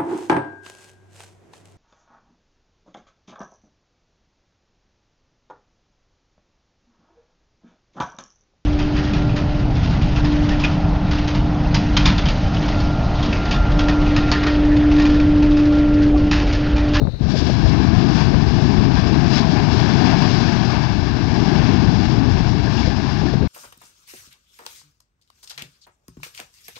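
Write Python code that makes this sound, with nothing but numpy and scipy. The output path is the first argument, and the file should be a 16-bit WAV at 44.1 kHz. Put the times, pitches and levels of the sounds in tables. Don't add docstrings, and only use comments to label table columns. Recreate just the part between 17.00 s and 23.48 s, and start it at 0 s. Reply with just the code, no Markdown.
import sys
import numpy as np
from scipy import signal
from scipy.fft import rfft, irfft, next_fast_len
from scipy.io import wavfile
from scipy.ndimage import uniform_filter1d, minimum_filter1d

SR = 44100
rng = np.random.default_rng(int(sys.argv[2]) if len(sys.argv) > 2 else 0)


def dump(signal):
    limited = np.clip(np.atleast_2d(signal).T, -1, 1)
    pcm = np.round(limited * 32767).astype(np.int16)
    wavfile.write(sys.argv[1], SR, pcm)


N = 285591


def from_db(db):
    return 10 ** (np.asarray(db) / 20)


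def rms_one(x):
    return x / np.sqrt(np.mean(x ** 2) + 1e-20)


def seconds():
    return np.arange(N) / SR


def level_curve(rows):
    times, levels = np.transpose(rows)
    return np.interp(seconds(), times, levels)


def swell(s, half_length):
    distance = (seconds() - s) / half_length
    return np.exp(-.5 * np.minimum(distance ** 2, 100))


def filtered(x, spectrum, dips=()):
    size = next_fast_len(N, real=True)
    hz = np.maximum(np.arange(size // 2 + 1) * SR / size, 1)
    points, levels = np.transpose(spectrum)
    db = np.interp(np.log(hz), np.log(points), levels)
    for centre, width, depth in dips:
        db = db + depth * np.exp(-.5 * ((hz - centre) / width) ** 2)
    low_cut = hz ** 2 / (hz ** 2 + 10 ** 2)
    return irfft(rfft(x, size) * from_db(db) * low_cut, size)[:N]


def coloured(x, spectrum, dips=()):
    return rms_one(filtered(x, spectrum, dips))


def sustained(x, size):
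    return x / np.sqrt(uniform_filter1d(x ** 2, size) + 1e-9)


def drift(rate):
    step = 40
    r = np.exp(-2 * np.pi * rate * step / SR)
    draws = rng.standard_normal(N // step + 2002)
    slow = signal.lfilter([1], [1, -2 * r, r * r], draws)[2000:]
    return np.interp(np.arange(N) / step, np.arange(len(slow)), rms_one(slow))


# (frequency [Hz], relative level per Hz [dB])
RUMBLE_SPECTRUM = [(20, -7), (75, 4), (150, -9.5), (310, -20.5), (450, -24), (1000, -38.5), (1600, -35.5),
                   (3000, -40), (8000, -81)]
# (frequency [Hz], relative level per Hz [dB])
STEAM_SPECTRUM = [(2500, -40.5), (3350, -18), (3650, -1.5), (4050, 1), (4450, -5), (4750, -13), (6000, -20),
                  (8000, -36.5), (14000, -47)]


def crater(rumble_db, steam_db):
    rumble, steam = rng.standard_normal((2, N))
    rumble = sustained(coloured(rumble, RUMBLE_SPECTRUM), size=3000)
    steam = coloured(steam, STEAM_SPECTRUM)
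    return from_db(rumble_db) * rumble + from_db(steam_db) * steam


# (frequency [Hz], relative level per Hz [dB])
WIND_SPECTRUM = [(15, -17.5), (40, 0), (70, 8), (120, 4), (200, -14), (340, -18.5), (500, -23),
                 (800, -26.5), (1500, -42), (3000, -73), (8000, -83.5)]
# (time [s], half length [s], level [dB])
GUSTS = [(0.043, 0.04, -17.5), (0.25, 0.056, -19.5), (0.657, 0.03, -12.5), (.92, 0.053, -19),
         (1.343, 0.044, -17), (1.602, 0.064, -24), (1.907, 0.079, -15), (2.225, 0.12, -20),
         (2.792, 0.034, -19), (4.623, 0.055, -25), (4.885, 0.03, -20), (5.34, 0.099, -18.5),
         (5.6, 0.085, -23.5), (5.795, 0.07, -25), (6.4, 0.11, -39)]
BREEZE_DB = -46


def wind(lumpy_db):
    force = from_db(BREEZE_DB)
    for s, half_length, db in GUSTS:
        force = force + from_db(db) * swell(s, half_length)
    lumps = from_db(lumpy_db * drift(32))
    rumbling = sustained(coloured(rng.standard_normal(N), WIND_SPECTRUM), size=900)
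    return lumps * force * rumbling


# (time [s], peak level [dB], top edge [Hz])
TICKS = [(.017, -16, 1150), (.072, -13, 1420), (3.226, -25, 12000), (6.338, -17, 1500)]


def ticks():
    out = np.zeros(N)
    for s, db, edge_hz in TICKS:
        click = (np.arange(N) == round(s * SR)) + 1e-18
        low_pass = signal.butter(4, edge_hz, fs=SR, output="sos")
        pulse = signal.sosfilt(low_pass, click)
        out += from_db(db) * pulse / pulse.max()
    return out


# (time [s], thump peak level [dB], half width of the push [s], swirl level [dB])
BUFFETS = [(0.0187, -6.5, 0.0011, -21.5), (.054, -9, 0.0015, -36), (0.081, -7, 0.0015, -26),
           (0.2111, -3, .0014, -30), (0.228, -13, 0.0029, -39), (.2555, -5, .0016, -39),
           (.269, -9, 0.0014, -28), (0.341, -8, 0.0016, -22.5), (0.357, -18, 0.0024, -22),
           (0.427, -1, 0.0011, -22), (.499, -7.5, 0.00048, -19.5), (5.677, -12, 0.001, -23),
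           (5.88, -2, 0.0021, -20), (6.227, -10, 0.0015, -27), (6.339, -11, 0.0007, -22),
           (6.358, -1.5, 0.0014, -37), (6.412, -5, 0.0016, -36), (6.423, -11, 0.0013, -27),
           (6.436, -6, .0013, -21)]
SWIRL_HALF_LENGTH_S, SWIRL_LOW_HZ, SWIRL_TOP_HZ = 0.0095, 179, 593


def buffets():
    out = np.zeros(N)
    band = signal.butter(3, [SWIRL_LOW_HZ, SWIRL_TOP_HZ], "band", fs=SR, output="sos")
    swirl = sustained(signal.sosfilt(band, rng.standard_normal(N)), size=400)
    for s, db, half_width, swirl_db in BUFFETS:
        distance = (seconds() - s) / half_width
        thump = (distance ** 2 - 1) * swell(s, half_width)
        out += from_db(db) * thump
        out += from_db(swirl_db) * swirl * swell(s, SWIRL_HALF_LENGTH_S)
    return out


# (time [s], level [dB])
ROAR_LEVEL = [(.22, -23), (.5, -20), (.79, -18), (2.3, -19), (2.65, -19), (3.1, -18), (3.45, -19.5),
              (4.1, -22.5), (4.4, -20), (4.7, -17), (5.35, -20.5), (6.05, -22.5), (6.48, -22.5)]
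# (frequency [Hz], relative level per Hz [dB])
ROAR_SPECTRUM = [(15, -37.5), (28, -17.5), (45, -10), (62, -0.5), (82, -3), (120, 3.5), (210, -1),
                 (330, -7), (420, -14.5), (600, -38.5), (1200, -92)]


def roar(strength, gain_db, bass_hz, thinning):
    eddies = coloured(rng.standard_normal(N), ROAR_SPECTRUM)
    low_pass = signal.butter(2, bass_hz, fs=SR, output="sos")
    bass = signal.sosfiltfilt(low_pass, eddies)
    speed_db = np.clip(strength - np.median(strength), -4, 4)
    eddies = eddies + (from_db(-thinning * speed_db) - 1) * bass
    return from_db(level_curve(ROAR_LEVEL) + gain_db) * sustained(eddies, size=3000)


# (time [s], half length [s], change of the hiss [dB], change of the rush [dB])
SWELLS_AND_DIPS = [(0.312, 0.018, 9, 1.5), (0.382, 0.025, 11.5, 0), (0.465, 0.042, 6.5, 1.5),
                   (.735, 0.018, 0, 1), (1.145, 0.027, 6.5, 1), (1.207, 0.03, 4.5, 3),
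                   (1.975, 0.019, 1.5, 2), (2.338, 0.019, 6.5, 1.5), (2.378, 0.023, 8, 2),
                   (2.579, 0.021, 2.5, 4), (3.097, 0.087, 3, 5.5), (3.15, 0.29, -1, -4.5),
                   (3.243, 0.019, 0, 3), (4.374, 0.026, 1.5, 1.5), (5.782, 0.053, 5.5, 1),
                   (6.047, 0.062, 1.5, -0.5)]


def swells_and_dips():
    hiss_change, rush_change = np.zeros((2, N))
    for s, half_length, hiss_db, rush_db in SWELLS_AND_DIPS:
        shape = swell(s, half_length)
        hiss_change += hiss_db * shape
        rush_change += rush_db * shape
    return hiss_change, rush_change


def shocks(per_s, spread_db):
    sizes = from_db(spread_db * np.minimum(rng.exponential(1, N), 4))
    return rms_one(sizes * (rng.random(N) < per_s / SR))


# (frequency [Hz], relative level per Hz [dB])
RUSH_SPECTRUM = [(250, -33.5), (480, -8.5), (660, 0.5), (820, -1), (1100, -6), (1650, -7.5), (2100, -10.5),
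                 (3200, -16), (6000, -87)]
# (centre [Hz], width [Hz], depth [dB])
GROUND_DIPS = [(504, 87, -6.5), (1339, 85, -6), (1964, 121, -6.5), (2450, 80, -3), (3077, 136, -4.5),
               (3747, 79, -8.5), (4250, 190, -5)]


def rush(level_db, crackle):
    small = rng.standard_normal(N)
    eddies = coloured(small + crackle, RUSH_SPECTRUM, GROUND_DIPS)
    return from_db(level_db) * sustained(eddies, size=5000)


# (frequency [Hz], relative level per Hz [dB])
HISS_SPECTRUM = [(900, -19.5), (1700, 4.5), (2250, -3.5), (2800, -0.5), (4300, 4.5), (4800, 3), (5300, 2.5),
                 (6000, -7.5), (7000, -17.5), (8000, -30), (9200, -58.5), (14000, -66)]
HISS_FOLLOWS, TYPICAL_STRENGTH_DB = 0.88, -31
BRIGHTENING_DB_PER_S = 0.02
SLACK_START_S, SLACK_TAKES_S, SLACK_DB = 6.27, 0.06, 2.7
SPUTTER_DB, SPUTTERS_PER_S = 1.16, 9.9


def hiss(strength, level_db, crackle):
    slack = np.clip((seconds() - SLACK_START_S) / SLACK_TAKES_S, 0, 1)
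    level_db = level_db + HISS_FOLLOWS * (strength - TYPICAL_STRENGTH_DB)
    level_db = level_db + BRIGHTENING_DB_PER_S * seconds() - SLACK_DB * slack
    level_db = level_db + SPUTTER_DB * drift(SPUTTERS_PER_S)
    fine = rng.standard_normal(N)
    return from_db(level_db) * coloured(fine + 0.27 * crackle, HISS_SPECTRUM, GROUND_DIPS)


# (time [s], level [dB])
JET_STRENGTH = [(.22, -41), (.36, -37.5), (.73, -32), (1.0, -31.5), (1.4, -32.7), (1.85, -32), (2.28, -31),
                (2.85, -27), (3.15, -27), (3.4, -27), (3.78, -30), (3.98, -34.5), (4.28, -33.5),
                (4.55, -29), (4.85, -31.5), (5.45, -33.5), (6.27, -34), (6.42, -38)]
BLAST_S, BLAST_RISE_S = 0.18, 0.056


def jet(roar_db, rush_db, hiss_db, crackle_db, flutter_db, bass_hz, thinning):
    strength = level_curve(JET_STRENGTH)
    hiss_change, rush_change = swells_and_dips()
    crackle = from_db(crackle_db) * shocks(per_s=600, spread_db=-1.5)
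    flutter = flutter_db * drift(37)
    deep = roar(strength, roar_db, bass_hz, thinning)
    middle = rush(strength + rush_change + rush_db + flutter, crackle)
    high = hiss(strength, hiss_change + hiss_db + .5 * flutter, crackle)
    opening = np.clip((seconds() - BLAST_S) / BLAST_RISE_S, 0, 1)
    return opening * (deep + middle + high)


# (time [s], half length [s], level [dB])
BILLOWS = [(0.855, 0.073, -28), (1.06, 0.074, -19), (1.634, 0.078, -19), (1.874, 0.029, -18),
           (2.16, 0.043, -21), (2.35, 0.057, -24.5), (2.547, 0.037, -20.5), (2.756, 0.061, -22.5),
           (3.0, 0.089, -19.5), (3.36, 0.2, -21), (4.387, 0.043, -21), (4.728, 0.031, -21),
           (5.18, 0.069, -18), (5.8, 0.077, -25.5), (6.253, 0.036, -16.5), (6.432, 0.024, -24)]
# (frequency [Hz], relative level per Hz [dB])
BILLOW_SPECTRUM = [(110, -35), (210, 10), (280, 10), (360, 6.5), (450, -8.5), (700, -75)]


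def billows():
    force = np.zeros(N)
    for s, half_length, db in BILLOWS:
        force += from_db(db) * swell(s, half_length)
    return force * sustained(coloured(rng.standard_normal(N), BILLOW_SPECTRUM), size=2000)


# (time [s], level before the fade [dB], ring pitch [Hz])
CLACKS = [(5.675, -15.5, 1660), (5.679, -16, 885), (5.777, -18, 2770), (5.831, -17.5, 2260),
          (6.283, -18, 1720)]
CLACK_RISE_S, CLACK_T60_S = .0008, .026


def clacks():
    out = np.zeros(N)
    for s, db, hz in CLACKS:
        age = np.clip(seconds() - s, 0, .2)
        rise = np.minimum(age / CLACK_RISE_S, 1)
        fade = from_db(db - 60 * age / CLACK_T60_S)
        out += rise * fade * np.sin(2 * np.pi * hz * age)
    return out


# (frequency [Hz], level [dB])
WEAK_SIDE = [(40, -25.5), (150, -37.5), (350, -30), (800, -32.5), (1300, -25.5), (1600, -36), (2300, -30.5),
             (3500, -37), (4300, -29.5), (5300, -43.5), (8000, -13)]


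def weak_side(volcano):
    scattered = np.interp(seconds() - .031, seconds(), volcano, left=0)
    return filtered(0.91 * volcano + 0.8 * scattered, WEAK_SIDE)


def scene():
    volcano = crater(rumble_db=-26.5, steam_db=-44.5)
    volcano = volcano + jet(roar_db=7.0, rush_db=7.0, hiss_db=-30.0, crackle_db=-7.0,
                            flutter_db=0.9, bass_hz=85, thinning=1.0)
    volcano = volcano + billows() + clacks()
    thumps = buffets()
    left = volcano + wind(lumpy_db=5.0) + thumps + ticks()
    right_wind = from_db(-25) * wind(lumpy_db=6.0)
    right = weak_side(volcano) + right_wind + from_db(-24.5) * thumps
    return np.array([left, right])


CEILING, CUTOFF_HZ = .95, 15000


def record(dry):
    noisy = dry + from_db(-73) * rng.standard_normal((2, N))
    needed = CEILING / np.maximum(np.abs(noisy), CEILING)
    gain = uniform_filter1d(minimum_filter1d(needed, size=101), size=101)
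    top_cut = signal.ellip(10, .1, 80, CUTOFF_HZ, fs=SR, output="sos")
    return signal.sosfilt(top_cut, gain * noisy)


dry = scene()
out = record(dry)
dump(out)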